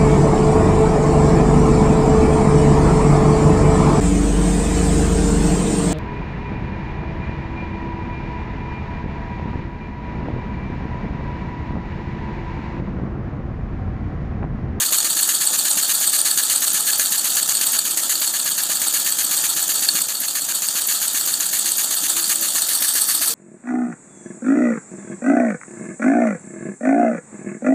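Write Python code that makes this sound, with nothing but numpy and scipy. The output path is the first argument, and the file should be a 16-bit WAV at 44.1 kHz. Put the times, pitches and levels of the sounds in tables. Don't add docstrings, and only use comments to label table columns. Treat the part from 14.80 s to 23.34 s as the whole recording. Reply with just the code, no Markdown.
import sys
import numpy as np
from scipy import signal
from scipy.fft import rfft, irfft
from scipy.io import wavfile
from scipy.ndimage import uniform_filter1d

SR = 44100
rng = np.random.default_rng(int(sys.argv[2]) if len(sys.argv) > 2 else 0)


def master(y):
    cut = np.clip(np.atleast_2d(y).T, -1, 1)
    pcm = np.round(cut * 32767)
    wavfile.write(sys.argv[1], SR, pcm.astype(np.int16))


N = 376613


def gain_of(db):
    return 10 ** (np.asarray(db) / 20)


def curve(table, x):
    return np.interp(x, *np.transpose(table))


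def evened(x):
    return x / np.sqrt(np.mean(x ** 2) + 1e-20)


def smoothed_twice(x, size):
    return uniform_filter1d(uniform_filter1d(x, size), size)


def hiss(colour, peaks=()):
    f_hz = np.fft.rfftfreq(N, 1 / SR)
    knot_hz, knot_db = np.transpose(colour)
    broad_db = np.interp(np.log(f_hz + 1), np.log(knot_hz + 1), knot_db)
    power = gain_of(2 * broad_db)
    for centre_hz, width_hz, top_db in peaks:
        power += gain_of(2 * top_db) / (1 + (2 * (f_hz - centre_hz) / width_hz) ** 2) ** 2
    spectrum = rfft(rng.standard_normal(N)) * np.sqrt(power)
    return evened(irfft(spectrum, N))


def flutter(depth_db, size):
    return gain_of(depth_db * evened(smoothed_twice(rng.standard_normal(N), size)))


def ring(modes, rise_s=0.00012):
    t = np.arange(3000) / SR
    sound = sum(gain_of(db - 60 * t / t60) * np.sin(2 * np.pi * hz * t) for hz, db, t60 in modes)
    sound *= 1 - np.exp(-t / rise_s)
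    return sound / abs(sound).max()


# t/s, speed/(turns/s)
FLYWHEEL_SPEED = [(0.0, 8.201), (0.7, 8.257), (1.3, 8.363), (2.1, 7.926), (2.9, 8.315), (3.3, 8.19),
                  (3.85, 8.415), (4.35, 8.021), (5.25, 7.569), (5.7, 7.402), (6.2, 7.689), (6.95, 7.96),
                  (7.35, 7.768), (8.0, 7.485), (8.54, 7.738)]
START_TURNS = 0.00801


def crank(share=0.):
    t = np.arange(N) / SR
    angle_turns = START_TURNS + np.cumsum(curve(FLYWHEEL_SPEED, t)) / SR
    passes = np.arange(int(angle_turns[-1]) + 2) + share
    return np.interp(passes, angle_turns, t, right=np.inf)


# f/Hz, width/Hz, relative density/dB
EXHAUST_COLOUR = [(300, -29.5), (1000, -15.5), (2200, -11), (3700, -8.5), (5200, -15.5), (7500, -3),
                  (10500, -5.5), (13500, -5.5), (14700, -22), (15200, -6.5)]
EXHAUST_RESONANCES = [(1226, 210, -10), (1700, 260, -3.5), (2910, 430, -7.5), (4410, 630, -1),
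                      (6450, 380, 1.5), (6800, 440, 2), (8060, 660, -3.5), (9730, 320, -3),
                      (11860, 900, -6.5)]
INTAKE_COLOUR = [(300, -30), (900, -14), (2200, -26.5), (3300, -6.5), (5400, -22), (7500, -16), (10000, -7),
                 (12500, -7), (15200, -11.5)]
INTAKE_RESONANCES = [(890, 250, -14), (1303, 190, -6), (3670, 160, -2.5), (4424, 380, 2), (7000, 280, -5),
                     (8160, 1300, 3), (9160, 200, -0.5)]
LEAK_COLOUR = [(350, -37), (450, -23), (600, -13.5), (900, -11), (1050, -26), (2200, -19.5), (3500, -7),
               (5200, -12), (5700, -8.5), (6300, -3.5), (9000, -5), (11500, -11), (13500, -9), (14600, -13),
               (15200, -5.5)]
LEAK_RESONANCES = [(1320, 370, -9.5), (1714, 350, -9.5), (4640, 390, -2.5), (7030, 660, 3.5),
                   (8350, 470, -0.5)]
# f/Hz, relative density/dB
FIZZ_COLOUR = [(7000, -34), (10000, 1), (12000, 3.5), (14000, 2), (15200, -2)]
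# f/Hz, relative density/dB
RUMBLE_COLOUR = [(30, -16), (70, -28), (100, -11), (154, -1), (320, 1), (367, -4), (409, -7), (600, -4),
                 (900, -22.5)]
# share of turn, relative level/dB
INTAKE_FLOW_DB = [(0, -15), (.33, -19), (.42, -7.5), (.52, 2.5), (.6, -3), (.69, -3.5), (.8, -4.5),
                  (.9, -16.5), (1, -12)]
FIZZ_FLOW_DB = [(0, 1), (.3, -12), (.38, 3.5), (.45, 0.5), (.52, 1.5), (.8, -21), (.87, -14), (.93, 3),
                (1, -2)]
RUMBLE_FLOW_DB = [(0, 8.5), (.12, 0), (.3, -1.5), (.37, 1), (.6, 2.5), (.83, 0), (.92, 3.5), (1, 4)]
EXHAUST_DB, INTAKE_DB, LEAK_DB, FIZZ_DB, RUMBLE_DB = -18, -20.5, -23, -27, -46.5
OPEN_SHARE, OPEN_SPREAD = 0.32, 0.024
START_DB, END_DB = 0.5, -1.15
LATE_DB = 1.0
PUFF_SPREAD_DB, INTAKE_SPREAD_DB, FIZZ_SPREAD_DB = 1.1, 1, 2.5


def air():
    opens_s, t = crank()[:-1], np.arange(N) / SR
    turn = np.searchsorted(opens_s, t, side="right") - 1
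    turn_s = 1 / curve(FLYWHEEL_SPEED, opens_s)[turn]
    since_s = t - opens_s[turn]
    share = since_s / turn_s
    wide, start, end, suck, late = rng.standard_normal((len(opens_s), 5))[turn].T

    open_s = (OPEN_SHARE + OPEN_SPREAD * wide) * turn_s
    rising = np.clip(since_s / 0.0068, 0, 1)
    closing = np.clip((open_s + 0.005 - since_s) / 0.0058, 0, 1)
    start_db = START_DB + PUFF_SPREAD_DB * start
    end_db = END_DB + PUFF_SPREAD_DB * end
    rush_db = 3.8 * np.exp(-np.maximum(since_s - 0.005, 0) / 0.0031)
    pressure_db = rush_db + start_db + (end_db - start_db) * np.clip(since_s / open_s, 0, 1)
    exhaust = gain_of(EXHAUST_DB + pressure_db) * rising * closing
    exhaust *= flutter(1.5, size=40) * flutter(0.61, size=300)

    intake_db = INTAKE_DB + INTAKE_SPREAD_DB * suck + curve(INTAKE_FLOW_DB, share)
    intake = gain_of(intake_db) * flutter(1.9, size=70)

    before_opening = np.clip((share - 0.75) / 0.1, 0, 1) * np.clip((1 - share) / 0.038, 0, 1)
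    late_db = (LATE_DB + FIZZ_SPREAD_DB * late) * before_opening
    fizz = gain_of(FIZZ_DB + late_db + curve(FIZZ_FLOW_DB, share)) * flutter(2.9, size=200)

    rumble = gain_of(RUMBLE_DB + curve(RUMBLE_FLOW_DB, share)) * flutter(1.16, size=500)
    leak = gain_of(LEAK_DB) * flutter(2.1, size=150)

    out = exhaust * hiss(EXHAUST_COLOUR, EXHAUST_RESONANCES)
    out += intake * hiss(INTAKE_COLOUR, INTAKE_RESONANCES)
    out += fizz * hiss(FIZZ_COLOUR)
    out += leak * hiss(LEAK_COLOUR, LEAK_RESONANCES)
    return out + rumble * hiss(RUMBLE_COLOUR)


# f/Hz, relative level/dB, t60/s
WOOD_BLOCK_MODES = [(170, -22, 0.027), (300, 8.5, 0.047), (649, 13, 0.03), (910, -5, 0.025)]
# t/s, level over THUMP_DB/dB
HARD_JOLTS = [(.119, 7), (.243, 6), (.969, 10), (3.171, 8), (3.654, 8), (5.951, 6), (6.342, 5), (7.233, 6),
              (8.018, 9), (8.412, 10)]
THUMP_DB, THUMP_SPREAD_DB = -34, 3.0


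def thumps():
    opens_s = crank()[:-1]
    above_db = THUMP_SPREAD_DB * rng.standard_normal(len(opens_s)) - 0.5
    for s, db in HARD_JOLTS:
        above_db[abs(opens_s - s).argmin()] = db
    clicks = np.zeros(N)
    clicks[np.round(opens_s * SR).astype(int)] = gain_of(THUMP_DB + above_db)
    return signal.oaconvolve(clicks, ring(WOOD_BLOCK_MODES))[:N]


# t/s, rms level/dB
HUM_LEVEL = [(0, -55.5), (1, -58), (2, -61), (3, -56.5), (4.6, -55.5), (5.9, -62), (7.2, -59), (7.32, -52),
             (7.63, -48), (7.72, -64), (8.3, -59), (8.54, -50)]
# t/s, length/s, f/Hz, rms level at crest/dB
SOFT_BLIPS = [(8.387, 0.045, 292, -39), (8.447, 0.075, 340, -45), (8.482, 0.061, 462, -39.5)]
HUM_HZ, HUM_DRIFT_HZ, HUM_WAVER_DB = 332.6, 1.227, 4


def hum():
    t = np.arange(N) / SR
    drift_hz = HUM_DRIFT_HZ * evened(uniform_filter1d(rng.standard_normal(N), size=6000))
    level = gain_of(curve(HUM_LEVEL, t)) * flutter(HUM_WAVER_DB, size=3000)
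    out = level * np.sqrt(2) * np.sin(2 * np.pi * np.cumsum(HUM_HZ + drift_hz) / SR)
    for s, length_s, hz, db in SOFT_BLIPS:
        swell = np.sin(np.pi * np.clip((t - s) / length_s, 0, 1))
        out += gain_of(db) * np.sqrt(2) * swell * np.sin(2 * np.pi * hz * t)
    return out


# t/s, high-mode peak/dB, low modes re high modes/dB, favoured f/Hz
HARD_CLACKS = [(0.185, -6, -10, 6800), (0.203, -9, -6, 6800), (0.43, -7, -16, 8000), (0.4318, -5, -9, 8500),
               (0.552, -7, -17, 8400), (0.673, -3.5, -12, 8100), (0.7963, -9.5, -6, 8000),
               (0.9041, -9, -18, 7900), (0.9142, -5.5, -12, 6900), (1.2762, -6, -8, 8000),
               (1.2958, -7.5, -21, 9300), (1.415, -5, -15, 9240), (1.5751, -9, -21, 7000),
               (1.76, -3.5, -10, 8000), (1.78, -10.5, -10, 9300), (1.881, -6, -7, 7900),
               (2.1965, -8, -8, 6700), (2.2593, -8, -8, 8000), (2.5409, -9, -18, 7000),
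               (2.57, -11, -7, 7100), (2.694, -7, -9, 7000), (2.752, -6.5, -5.5, 8400),
               (2.7699, -8, -7, 8300), (2.8733, -6.5, -10, 8200), (2.9904, -2, -6, 8200),
               (3.235, -11, -4, 8100), (3.6002, -13.5, 2, 8200), (4.323, -5.5, -8, 7990),
               (4.4491, -7, -17, 8200), (4.5788, -8, -4, 8200), (5.2184, -6, -17, 8200),
               (5.221, -8, -19, 8200), (5.2875, -7, -17, 6460), (5.418, -16, -3, 8200),
               (5.821, -7, -19, 6700), (5.8865, -3.5, -7, 8090), (6.0869, -11, -8, 6800),
               (6.2812, -4.5, -14, 8100), (6.4108, -10, -1, 8400), (6.4745, -12, -14, 8500),
               (6.54, -5, -7, 8100), (6.607, -6, -17, 6900), (6.795, -7, -10, 8040),
               (6.8591, -9, -17, 8100), (6.89, -8, -13, 6400), (6.919, -5, -14, 8000),
               (6.9823, -8, -20, 7000), (7.3016, -9.5, -7, 8400), (7.4424, -8.5, -3, 9160),
               (7.5575, -7.5, -9, 8100), (7.82, -5.5, -10, 7800), (8.09, -9, -18, 8400),
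               (8.219, -11, -10, 8100), (8.4325, -9, -19, 9700), (8.482, -15, -7, 9300)]
# share of turn, scatter/s, chance (0-1),
# high-mode peak/dB, low modes re high modes/dB, favoured f/Hz, spread of favoured f/Hz
LOOSE_PLAY = [(.03, .0012, .6, -17, -11, 7300, 700), (.53, 0.0011, 1, -12, -7.5, 8200, 250),
              (.67, .003, 0.4, -14.5, -9.5, 8200, 600)]
PLAY_SPREAD_DB, LOW_SPREAD_DB = 2.5, 5


def light_clacks():
    hard_s, rows = np.array(HARD_CLACKS)[:, 0], []
    for share, scatter_s, chance, db, low_db, hz, spread_hz in LOOSE_PLAY:
        s = crank(share)
        time_dev, level_dev, low_dev, pitch_dev = rng.standard_normal((len(s), 4)).T
        s = abs(s + scatter_s * time_dev)
        clear = abs(s[:, None] - hard_s).min(axis=1) > 0.008
        heard = (rng.random(len(s)) < chance) & (s < N / SR) & clear
        columns = [s, db + PLAY_SPREAD_DB * level_dev, low_db + LOW_SPREAD_DB * low_dev,
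                   hz + spread_hz * pitch_dev]
        rows += np.transpose(columns)[heard].tolist()
    return rows


# f/Hz, relative level/dB, t60/s
PLASTIC_HIGH_MODES = [(6430, 0, 0.0074), (6900, 5.5, 0.013), (8300, -13, .008), (8073, 28.5, 0.011),
                      (7900, -5, .01), (9230, 8, 0.0096), (9800, -4, .006)]
PLASTIC_LOW_MODES = [(4428, 19, 0.017), (3380, -32, .01), (1704, 2.5, 0.021), (1310, -25.5, 0.013),
                     (2820, 2.5, 0.016)]


def clacks():
    rows = HARD_CLACKS + light_clacks()
    out, chance = np.zeros(N + SR), rng.random((len(rows), 2))
    for (s, db, low_db, hz), (late, size) in zip(rows, chance):
        favoured = [(f, top_db - 13.3 * min(abs(f - hz) / 500, 2.5), t60)
                    for f, top_db, t60 in PLASTIC_HIGH_MODES]
        sound = gain_of(db) * (ring(favoured) + gain_of(low_db) * ring(PLASTIC_LOW_MODES))
        for delay_s, gain in (0, 1), (0.001 + 0.0036 * late, 0.26 * size):
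            at = round((s + delay_s) * SR)
            out[at:at + len(sound)] += gain * sound
    return out[:N]


# t/s, share of side view, share of low view
MIC_AIM = [(0, 0.63, 0.061), (.8, 0.79, 0), (1.6, 0.87, 0.21), (2.4, 0.26, 0.09), (3.4, 0.021, 0),
           (4.4, 0.1, 0.2), (5.4, 0, 0.022), (6.4, 0, 0.12), (7.2, .3, 0.16), (7.75, 0.74, 0.16),
           (8, 0.83, 0.96), (8.54, 0, 0.82)]
# f/Hz, gain/dB
SIDE_COLOUR = [(1000, -0.5), (2500, -1), (4200, 1), (4700, -1), (5600, 0), (6800, -1), (9300, 2),
               (11000, -1), (12300, -3), (13800, 2.5), (14700, -5), (15300, 0)]
LOW_COLOUR = [(1000, -0.5), (1700, 3.5), (2800, -0.5), (4500, 2), (5700, 6), (6800, -5), (8500, 3.5),
              (10300, 3.5), (12300, 4), (14200, 3), (15300, 3)]


def aimed(x):
    f_hz, t, z = signal.stft(x, SR, nperseg=512)
    s, side, low = np.transpose(MIC_AIM)
    side_db = np.outer(curve(SIDE_COLOUR, f_hz), np.interp(t, s, side))
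    low_db = np.outer(curve(LOW_COLOUR, f_hz), np.interp(t, s, low))
    across_f = uniform_filter1d(rng.standard_normal(z.shape), size=4, axis=0)
    patches = evened(uniform_filter1d(across_f, size=6, axis=1))
    coloured = z * gain_of(side_db + low_db + 1.24 * patches)
    return signal.istft(coloured, SR, nperseg=512)[1][:N]


def shop(x, t60_s=0.46):
    at = np.arange(100, 9000, 20) + rng.integers(0, 20, 445)
    taps = np.zeros(9020)
    taps[at] = rng.choice([-1., 1.], len(at)) * gain_of(-60 * at / SR / t60_s)
    return signal.oaconvolve(x, taps / np.linalg.norm(taps))[:N]


def scene():
    engine = aimed(air() + thumps() + clacks())
    return (engine + gain_of(-16.0) * shop(engine) + hum())[None]


# t/s, gain/dB
OVERALL_LEVEL = [(0, 0.5), (2.99, 0), (3.0, -1), (4.9, -.5), (5.22, 0), (5.23, -4), (6, -2), (7.5, -0.5),
                 (8.54, -0.5)]
BASS_CUT_HZ, EDGE_HZ = 110, 15300


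def record(dry):
    level = gain_of(curve(OVERALL_LEVEL, np.arange(N) / SR))
    rounded = 1.05 * np.tanh(dry * level / 1.05)
    bass_cut = signal.butter(2, BASS_CUT_HZ, "high", fs=SR, output="sos")
    thin = signal.sosfilt(bass_cut, rounded)
    band_limit = signal.firwin(1023, EDGE_HZ, window=("kaiser", 7), fs=SR)
    return signal.oaconvolve(thin, band_limit[None], "same")


dry = scene()
out = record(dry)
master(out)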